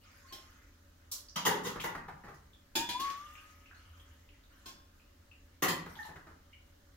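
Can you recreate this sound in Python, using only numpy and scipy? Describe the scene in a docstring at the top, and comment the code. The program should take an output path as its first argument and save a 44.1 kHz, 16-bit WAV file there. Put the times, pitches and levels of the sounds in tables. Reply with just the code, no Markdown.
"""Brine is scooped with a small steel pot from a bucket on a kitchen floor and poured into a jar of cucumbers.
First brine trickles and bubbles, as random clouds of ringing bubbles, and the pot faintly sings and clinks on the rim.
Then it spatters, bumps and sloshes in the bucket: filtered noise bursts, most of them heard through the reverb.
It clinks on the jar as a bank of decaying modes, its lowest note climbing as it drains into trickle and bubbles.
Two faint touches follow, then a second scoop with sloshes and drips; quiet air and a low hum lie under it all."""
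import sys
import numpy as np
from scipy import signal
from scipy.fft import rfft, irfft, next_fast_len
from scipy.io import wavfile

SR = 44100
rng = np.random.default_rng(int(sys.argv[2]) if len(sys.argv) > 2 else 0)


def store_wav(level_fs):
    """Save 16-bit WAV to argv[1]."""
    pcm = np.round(np.clip(np.atleast_2d(level_fs), -1, 1) * 32767)
    wavfile.write(sys.argv[1], SR, pcm.T.astype(np.int16))


N = 306997
TIME = np.arange(N) / SR

# kitchen reverberation: (frequency [Hz], t60 [s])
KITCHEN_T60 = [(170, 0.78), (400, 0.4), (1000, 0.5462), (2800, 0.4041), (7000, 0.3), (15000, 0.24)]
# likeness of the two microphones in diffuse sound: (frequency [Hz], correlation [-1 to 1])
MIC_LIKENESS = [(30, 0.997), (100, 0.98), (190, 0.96), (350, 0.71), (700, 0), (1400, 0.14), (2500, 0.01)]
# colour difference of the microphone ports: (frequency [Hz], left minus right [dB])
MIC_PORTS = [(170, 0), (350, -2), (800, 3), (1200, 2), (1500, -2), (2800, 3), (4300, -4), (5700, -4),
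             (6900, -8), (8500, -1), (10500, 3), (12000, 7), (14000, 12)]
LEFT_LEAD_S = 6e-5  # direct sound reaches the left microphone first
EDGE_HZ = 15900  # upper band limit

# the quiet kitchen: (frequency [Hz], density [dB per Hz])
AIR_COLOUR = [(18, -10.5), (40, 1), (60, -4), (95, -7.5), (120, -15), (280, -19.5), (450, -21.5),
              (700, -25), (1700, -26.5), (2400, -34.5), (4000, -29.5), (7000, -35), (9000, -44.5),
              (15000, -39)]
# swells of the low hum: (centre [s], lift [dB], half width to 1/e of the lift [s])
HUM_SWELLS = [(4.0, 9.9, 0.24), (6.2, 3.2, 0.27)]
AIR_DB, HUM_DB, HUM_HZ = -63.5, -69, 81.7

# brine gushing into the jar or back into the bucket: (time [s], level [dB], hold [s], release t60 [s])
GUSHES = [(0, -64, 0.46, 1.26), (2.966, -51, 0.12, 0.31), (3.15, -61, 0.23, 1.6), (3.726, -68, 0.35, 1.2),
          (4.489, -68, .12, 1), (5.851, -59, 0.22, 0.22)]
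# colour of the trickling brine: (frequency [Hz], density [dB per Hz])
TRICKLE_COLOUR = [(200, -6.5), (700, -7.5), (1250, 3.5), (1800, 4), (2300, -2), (2900, 0), (4000, -11),
                  (6500, -5), (8500, -14), (15500, -13)]
GUSH_ATTACK_S = 0.02
SEEP_DB = -74  # brine keeps seeping down between the cucumbers

# spells of small random bubbles: (start [s], end [s], rate [bubbles per s], typical pitch [Hz])
BUBBLING = [(0.118, .45, 20, 5030), (3.199, 4.45, 18, 2720)]
BUBBLE_DB, BUBBLE_SPREAD_DB = -42, 3
BUBBLE_OCTAVES, BUBBLE_CYCLES = .6, 3  # spread of pitch; cycles in which a bubble dies away
DROP_DIRECT_DB = -6  # direct sound against the room, for drops and bubbles

# swells of the pot's lowest note as it sings and lingers: (time [s], level [dB], hold [s], release t60 [s])
NOTE_SWELLS = [(0.239, -61, .02, 0.13), (0.306, -55.5, 0.023, 0.1), (2.751, -41.5, 0.093, 0.081),
               (2.881, -44, 0.025, 0.28), (2.943, -36.5, 0.02, 0.12), (2.99, -38, 0.07, .8),
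               (3.34, -74, .1, 3.5), (4.663, -59.5, 0.019, 0.46)]
# the pot's lowest note climbing while it drains: (time [s], pitch [Hz])
DRAINING = [(2.754, 874), (2.85, 943), (2.955, 977), (3.03, 1111), (3.15, 1114), (3.26, 1198), (3.4, 1238),
            (3.7, 1273), (4.3, 1265)]
NOTE_ATTACK_S = 0.012
RESTING_HZ = 1067  # the lowest note while the pot is held level
DRAINED_HZ = 1260  # the lowest note once the water has left the wall

# the clearest drops, bubbles and a small rattle: (time [s], level [dB], pitch [Hz], decay [s])
SHORT_RINGS = [(.285, -30, 4440, 0.0042), (1.286, -25, 4900, 0.00053), (1.296, -26.5, 5700, .0006),
               (1.799, -13, 2360, 0.00039), (1.803, -14, 3260, 0.00042), (2.533, -32, 3430, 0.0012),
               (3.102, -16.5, 3360, 0.00009), (3.265, -30.5, 2890, 0.0017), (3.354, -24, 2550, 0.00071),
               (3.38, -27, 2780, 0.0014), (3.659, -29.5, 2600, 0.0011), (3.712, -24, 1523, 0.00096),
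               (3.769, -37, 4320, 0.0035), (3.998, -31, 3220, 0.0014), (4.29, -32, 2730, 0.0007),
               (4.998, -36, 2600, 0.00095), (5.314, -27.5, 2700, .0014), (5.955, -25.5, 3400, 0.00055),
               (5.965, -22, 870, 0.0045), (5.989, -11, 1800, .0045), (5.99, -16.5, 854, 0.019),
               (6.03, -26.5, 3980, 0.00063), (6.05, -21, 900, 0.0022), (6.529, -29, 2250, .002),
               (6.532, -28.5, 2910, .002)]

# touches of pot and jar rim:
# (time [s], ring [dB], clack [dB], thud of the jar on the table [dB], fill of the pot [0 to 1])
CLINKS = [(.323, -19.5, -17.5, -24.5, 0.03), (2.753, -4, -0.5, -8.5, 0.86),
          (2.761, -9.5, -8.5, -16.5, 0.91), (2.888, -9, -7.5, -20, 0.9), (2.997, -18, -10, -20.5, 1),
          (4.657, -22, -18.5, -26.5, 0.02), (4.68, -25, -25, -38, 0.02)]
# modes of the steel pot:
# (frequency [Hz], level empty [dB], level full [dB], t60 [s], share of the water's pull on pitch [exponent])
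POT_MODES = [(1062, 3, -44, .35, .05), (1833, -19, -6, .5, .33), (2126, -11, -8, .35, .48),
             (2416, -22, -5, .37, .07), (2573, -15, -5, .5, .185), (3000, -9, -9, .21, .03),
             (3215, -1, -1, .25, 0), (3360, -8, 0, .3, 0), (3466, -8, 3.5, .55, 0), (3666, -8, -16, .25, 0),
             (3870, -12, -2.5, .3, 0), (3978, -4, -20, .18, 0), (4143, -12, -5, .33, 0),
             (4215, 0, -20, .25, 0), (4312, -18, 0, .28, 0), (4786, -11, -9, .5, 0), (4990, -8, -5, .3, 0),
             (5230, -25, -8, .3, 0), (5370, -4, -14, .45, 0), (5870, -10, -16, .22, 0),
             (6280, -9, -10, .31, 0), (6551, -15, -7, .38, 0), (7150, -8, -8, .3, 0),
             (8027, -27, -13, .35, 0)]
# steel on glass: (frequency [Hz], density [dB per Hz])
CLACK_COLOUR = [(200, -8.5), (620, -3), (850, 5), (1150, -11), (1600, 3), (2100, -6.5), (3200, 4.5),
                (4500, 1.5), (6800, -1), (8500, -6.5), (12000, -5.5), (15500, -9.5)]
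# the jar on the table: (frequency [Hz], density [dB per Hz])
THUD_COLOUR = [(60, -29), (120, -7.5), (180, -7), (350, 3.5), (480, -13.5), (650, -9), (1500, -67),
               (6000, -83)]

# sharp spatters of brine: (time [s], level [dB], decay [s])
SPATTERS = [(1.114, -6.5, 0.0063), (1.126, -16, 0.0035), (1.633, -20.5, 0.0064), (1.666, -16.5, 0.0081),
            (1.798, -18, 0.016), (2.344, -35.5, 0.00077), (6.051, -29, .0033)]
# colour of the spatters: (frequency [Hz], density [dB per Hz])
SPATTER_COLOUR = [(150, -29), (500, -17), (1100, -9.5), (2000, -21.5), (3300, -5.5), (5000, 2), (6800, 4.5),
                  (8500, -2.5), (11000, -0.5), (15500, -5.5)]

# bumps and plunges of the pot in the bucket:
# (time [s], body [dB], thud [dB re body], clatter [dB re body], fizz [dB re body], splash decay [s])
SCOOPS = [(1.358, -5, -6.5, 0, -15, 0.0061), (1.451, 1.5, -8.5, -2.5, -12, 0.0057),
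          (1.463, 2, -3, -7, -8.5, 0.0042), (1.55, -11, 1, -10, -21, 0.0072),
          (1.645, -8, 0, -2, -14, 0.017), (1.838, -3, -10.5, -12.5, -15.5, 0.0047),
          (5.621, 3, -4, -6.5, -9, 0.009), (5.682, -4, -4, 0.5, -6, 0.0045)]
# borders of the thud, body, clatter and fizz bands: (frequency [Hz])
BAND_EDGES = [50, 600, 2300, 7500, 15900]
# the bucket with its brine: (frequency [Hz], density [dB per Hz])
BUCKET_COLOUR = [(59, -54), (100, -16.5), (170, -19), (277, -8), (398, -2.5), (583, -3), (930, -8),
                 (1350, -17.5), (1950, -19), (2420, -27), (2930, -21), (3940, -24), (7140, -25),
                 (8640, -26.5), (14700, -19), (16000, -30)]
# resonances and dips of the bucket: (frequency [Hz], width [Hz], lift [dB])
BUCKET_HOLLOW = [(176, 42, 16), (112, 30, -6), (330, 90, -6), (460, 90, -6), (530, 30, 3), (650, 230, -17),
                 (1000, 170, 3), (1420, 50, 3), (1980, 300, 5), (2920, 100, 3), (3400, 600, 3),
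                 (6300, 400, 4), (8400, 1200, -4), (9900, 900, 4)]

# brine slapping back and forth against the bucket wall: (time [s], level [dB], decay [s])
SLOSHES = [(1.756, -9.5, 0.012), (1.949, -8.5, 0.011), (2.081, -12, 0.012), (2.236, -17, 0.027),
           (2.279, -17, 0.021), (5.861, -15, .006), (6.088, -18.5, 0.014), (6.157, -18, 0.013),
           (6.263, -21, 0.026)]
# colour of the slaps: (frequency [Hz], density [dB per Hz])
SLOSH_COLOUR = [(90, -2.5), (170, 1), (300, -6.5), (440, 0), (620, -6.5), (950, -4), (1400, -5.5),
                (1900, -8), (2400, -16.5), (3300, -23.5), (5000, -25.5), (15500, -38)]


def gain_of(db):
    """Decibels to amplitude."""
    return 10 ** (np.asarray(db) / 20)


def unit(x):
    """Scales to an energy of 1 a channel, averaged over the channels."""
    return x / np.sqrt(np.mean(np.sum(x ** 2, -1)) + 1e-30)


def read(points, hz):
    """Reads a spectrum on a log-frequency axis."""
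    f, value = np.transpose(points)
    return np.interp(np.log(hz + 1), np.log(f + 1), value)


def follow(points, t):
    """Reads a curve at the times t."""
    return np.interp(t, *np.transpose(points))


def add(mix, s, sound):
    """Lays a sound into the mix at s seconds, cut off at the end of the mix."""
    part = mix[:, round(s * SR):][:, :sound.shape[1]]
    part += sound[:, :part.shape[1]]


def colour(x, points, peaks=(), size=4096):
    """Causal minimum-phase filter from a spectrum and a few resonances."""
    hz = abs(np.fft.fftfreq(size, 1 / SR))
    db = read(points, hz)
    for f, width, lift in peaks:
        db = db + lift / (1 + (2 * (hz - f) / width) ** 2)
    log_response = np.conj(signal.hilbert(np.log(gain_of(db))))  # the phase follows from the log level
    taps = np.fft.ifft(np.exp(log_response)).real[:size // 2]
    return np.apply_along_axis(signal.fftconvolve, -1, x, taps)[..., :x.shape[-1]]


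def diffuse(count):
    """Noise from all sides: most alike at both microphones in the bass."""
    a, b = rfft(rng.standard_normal((2, count)))
    same = np.clip(read(MIC_LIKENESS, np.fft.rfftfreq(count, 1 / SR)), -1, 1)
    return irfft(np.array([a, same * a + np.sqrt(1 - same ** 2) * b]), count)


def kitchen(x, direct_db, build_s=0.00043, size=256):
    """The direct sound, then dense reflections that build up and die faster in the treble."""
    hz, t, z = signal.stft(diffuse(count=32768), SR, nperseg=size)
    decay = gain_of(-60 * t / read(KITCHEN_T60, hz)[:, None])
    tail = signal.istft(z * decay, SR, nperseg=size)[1]
    build_up = 1 - np.exp(-TIME[:tail.shape[1]] / build_s)
    response = unit(tail * build_up)
    response[[0, 1], [0, round(LEFT_LEAD_S * SR)]] += gain_of(direct_db)
    return signal.fftconvolve(x[None], unit(response), axes=1)


def burst(decay_s, grain_db=4, rise=0.25, count=8192):
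    """A contact: a cluster of tiny uneven impacts that swells and dies away."""
    grains = rng.standard_normal(count) * gain_of(grain_db * rng.standard_normal(count))
    age = TIME[1:count + 1] / max(decay_s, 1 / SR)
    return grains * np.exp(-age) * (1 - np.exp(-age / rise))


def bubble(hz, decay_s, rise=0.0033, count=4096):
    """A short ring, as of a trapped air bubble: it swells, dies away and rises slightly in pitch."""
    age = TIME[:count] / max(decay_s, 1 / SR)
    envelope = np.exp(-age) * (1 - np.exp(-2 * age))
    turns = np.cumsum(hz * (1 + rise * np.minimum(age, 10))) / SR
    return unit(envelope * np.sin(2 * np.pi * turns))


def swell(s, db, hold_s, t60, attack_s):
    """An envelope that rises from s, holds, and dies away."""
    age = TIME - s
    attack = np.clip(age / attack_s, 0, 1)
    return attack * gain_of(db) * np.exp(-np.log(1000) * np.maximum(age - hold_s, 0) / t60)


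def room_tone(waver=.9, hum_width_hz=9):
    """Faint rumble and hiss with two resonances, and a low hum wavered by slow noise."""
    air = np.sqrt(N) * unit(colour(diffuse(N), AIR_COLOUR, [(274.5, 72, 9.6), (568.5, 15.4, 17.0)]))
    lowpass = signal.butter(2, hum_width_hz, fs=SR, output="sos")
    drift = np.sqrt(N) * unit(signal.sosfilt(lowpass, rng.standard_normal((2, N))))
    wavering = 1 + waver * (drift[0] + 1j * drift[1])  # shifts both level and phase
    hum = (wavering * np.exp(2j * np.pi * HUM_HZ * TIME)).real
    hum_db = HUM_DB
    for s, lift_db, width_s in HUM_SWELLS:
        hum_db = hum_db + lift_db * np.exp(-((TIME - s) / width_s) ** 2)
    return gain_of(AIR_DB) * air + gain_of(hum_db) * hum


def trickle(per_s=600, cycles=3, spread_db=1.5, count=30):
    """A thin stream breaks into a crowd of tiny bubbles, spread over a range of fixed pitches."""
    crowd = np.zeros(N)
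    for hz in np.geomspace(500, 14000, count):
        born = rng.random(N) < per_s / count / SR
        sizes = gain_of(spread_db * np.minimum(rng.exponential(1, N), 4)) * born
        crowd += np.sqrt(hz) * signal.oaconvolve(sizes, bubble(hz, cycles / hz))[:N]
    gush_power = sum(swell(*gush, GUSH_ATTACK_S) ** 2 for gush in GUSHES)
    flow = np.sqrt(gain_of(SEEP_DB) ** 2 + gush_power)
    stream = np.sqrt(N) * unit(colour(crowd, TRICKLE_COLOUR)) * flow
    return kitchen(stream, direct_db=-11.0)[:, :N]


def bubbling():
    """Air escapes between the cucumbers in small bubbles of chance size and pitch."""
    out = np.zeros((1, N))
    for start, end, per_s, typical_hz in BUBBLING:
        slots = np.arange(start, end, 1 / per_s)
        chances = rng.uniform(-1.1, 1, (len(slots), 3))
        for slot, (late, size, pitch) in zip(slots, chances):
            hz = typical_hz * 2 ** (BUBBLE_OCTAVES * pitch)
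            level = gain_of(BUBBLE_DB + BUBBLE_SPREAD_DB * size)
            add(out, abs(slot + .5 * late / per_s), level * bubble(hz, BUBBLE_CYCLES / hz)[None])
    return kitchen(out[0], DROP_DIRECT_DB)[:, :N]


def draining_note(pan_db=1.3, echo_db=-12):
    """The pot's lowest note swells, sings and lingers, higher as the water leaves its wall."""
    hz = np.interp(TIME, *np.transpose(DRAINING), left=RESTING_HZ, right=RESTING_HZ)
    level = sum(swell(*note_swell, NOTE_ATTACK_S) for note_swell in NOTE_SWELLS)
    turns = np.cumsum(hz) / SR + np.outer([LEFT_LEAD_S, 0], hz)
    note = np.sqrt(2) * level * np.sin(2 * np.pi * turns)
    echo = kitchen(note[0], direct_db=-42)[:, :N]
    return note * gain_of([[pan_db], [-pan_db]]) + gain_of(echo_db) * echo


def short_rings():
    """The clearest drops, bubbles and a small rattle, each a short ring."""
    out = np.zeros((2, N))
    for s, db, hz, decay_s in SHORT_RINGS:
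        add(out, s, gain_of(db) * unit(kitchen(bubble(hz, decay_s), DROP_DIRECT_DB)))
    return out


def pot_ring(s, fill, split=0.0019):
    """The pot's modes after one blow; the handle splits each into a close pair, clinging water lowers some."""
    t = TIME[:SR // 2]
    note_hz = follow(DRAINING, s + t)
    load = 1 + fill * (note_hz / DRAINED_HZ - 1)  # pitch ratio of the water-laden wall
    ring = np.zeros((2, len(t)))
    for hz, empty_db, full_db, t60, pull in POT_MODES:
        turns = np.cumsum(hz * load ** pull) / SR
        pair = np.exp(2j * np.pi * np.outer([1, 1 + split * rng.standard_normal()], turns))
        phases = np.exp(2j * np.pi * rng.random((2, 2)))  # microphone by twin
        heard = (phases * [1, .5]) @ pair
        level = gain_of(empty_db + fill * (full_db - empty_db))
        ring += level * np.exp(-np.log(1000) * t / t60) * heard.real
    return unit(ring * (1 - np.exp(-t / .003)))  # soft onset


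def clinks(echo_db=-4):
    """Steel meets the glass rim: a clack, the ring of the pot and a thud through the jar."""
    out = np.zeros((2, N))
    for s, ring_db, clack_db, thud_db, fill in CLINKS:
        ring = pot_ring(s, np.clip(fill, 0, 1))
        echo = unit(kitchen(ring[0], direct_db=3.5))
        clack = unit(kitchen(colour(burst(decay_s=0.0048), CLACK_COLOUR), direct_db=-13.5))
        thud = unit(kitchen(colour(burst(decay_s=0.003), THUD_COLOUR), direct_db=-7))
        add(out, s, gain_of(ring_db) * ring)
        add(out, s, gain_of(ring_db + echo_db) * echo)
        add(out, s, gain_of(clack_db) * clack)
        add(out, s, gain_of(thud_db) * thud)
    return out


def spatters():
    """Flat drops slap down with a bright, short snap of noise."""
    out = np.zeros((2, N))
    for s, db, decay_s in SPATTERS:
        snap = colour(burst(decay_s), SPATTER_COLOUR)
        add(out, s, gain_of(db) * unit(kitchen(snap, direct_db=-13.0)))
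    return out


def scoops():
    """Bumps and sloshes in the bucket; the table hides it, so mostly reflections arrive."""
    out = np.zeros((2, N))
    bands = [signal.butter(4, edges, "band", fs=SR, output="sos") for edges in zip(BAND_EDGES, BAND_EDGES[1:])]
    for s, body_db, thud_db, clatter_db, fizz_db, decay_s in SCOOPS:
        blow = colour(burst(decay_s), BUCKET_COLOUR, BUCKET_HOLLOW)
        heard = kitchen(blow, direct_db=-10.0, build_s=0.00091)
        for band, share_db in zip(bands, (thud_db, 0, clatter_db, fizz_db)):
            add(out, s, gain_of(body_db + share_db) * unit(signal.sosfilt(band, heard)))
    return out


def sloshes(bubble_db=-5, count=6):
    """Each wave slaps the wall and traps a few bubbles."""
    out = np.zeros((2, N))
    for s, db, decay_s in SLOSHES:
        slap = unit(colour(burst(decay_s), SLOSH_COLOUR))[None]
        for late, pitch in rng.random((count, 2)):
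            hz = 700 + 1300 * pitch
            level = gain_of(bubble_db) / np.sqrt(count)
            add(slap, 2 * late * decay_s, level * bubble(hz, 4 / hz)[None])
        add(out, s, gain_of(db) * unit(kitchen(slap[0], direct_db=-0.5)))
    return out


def scene():
    """Scooping, clinking and pouring in the quiet kitchen."""
    pouring = trickle() + bubbling() + draining_note() + short_rings() + clinks()
    scooping = spatters() + scoops() + sloshes()
    return room_tone() + pouring + scooping


def record(dry, hiss_db=-77):
    """The two microphone ports colour the sound differently; each adds its own hiss; then the band limit."""
    size = next_fast_len(N + SR)
    tilt_db = read(MIC_PORTS, np.fft.rfftfreq(size, 1 / SR)) / 2
    heard = irfft(rfft(dry, size) * gain_of([tilt_db, -tilt_db]), size)[:, :N]
    heard = heard + gain_of(hiss_db) * rng.standard_normal((2, N))
    lowpass = signal.firwin(401, EDGE_HZ, window=("kaiser", 8), fs=SR)
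    return signal.oaconvolve(heard, lowpass[None], "same")


dry = scene()
out = record(dry)
store_wav(out)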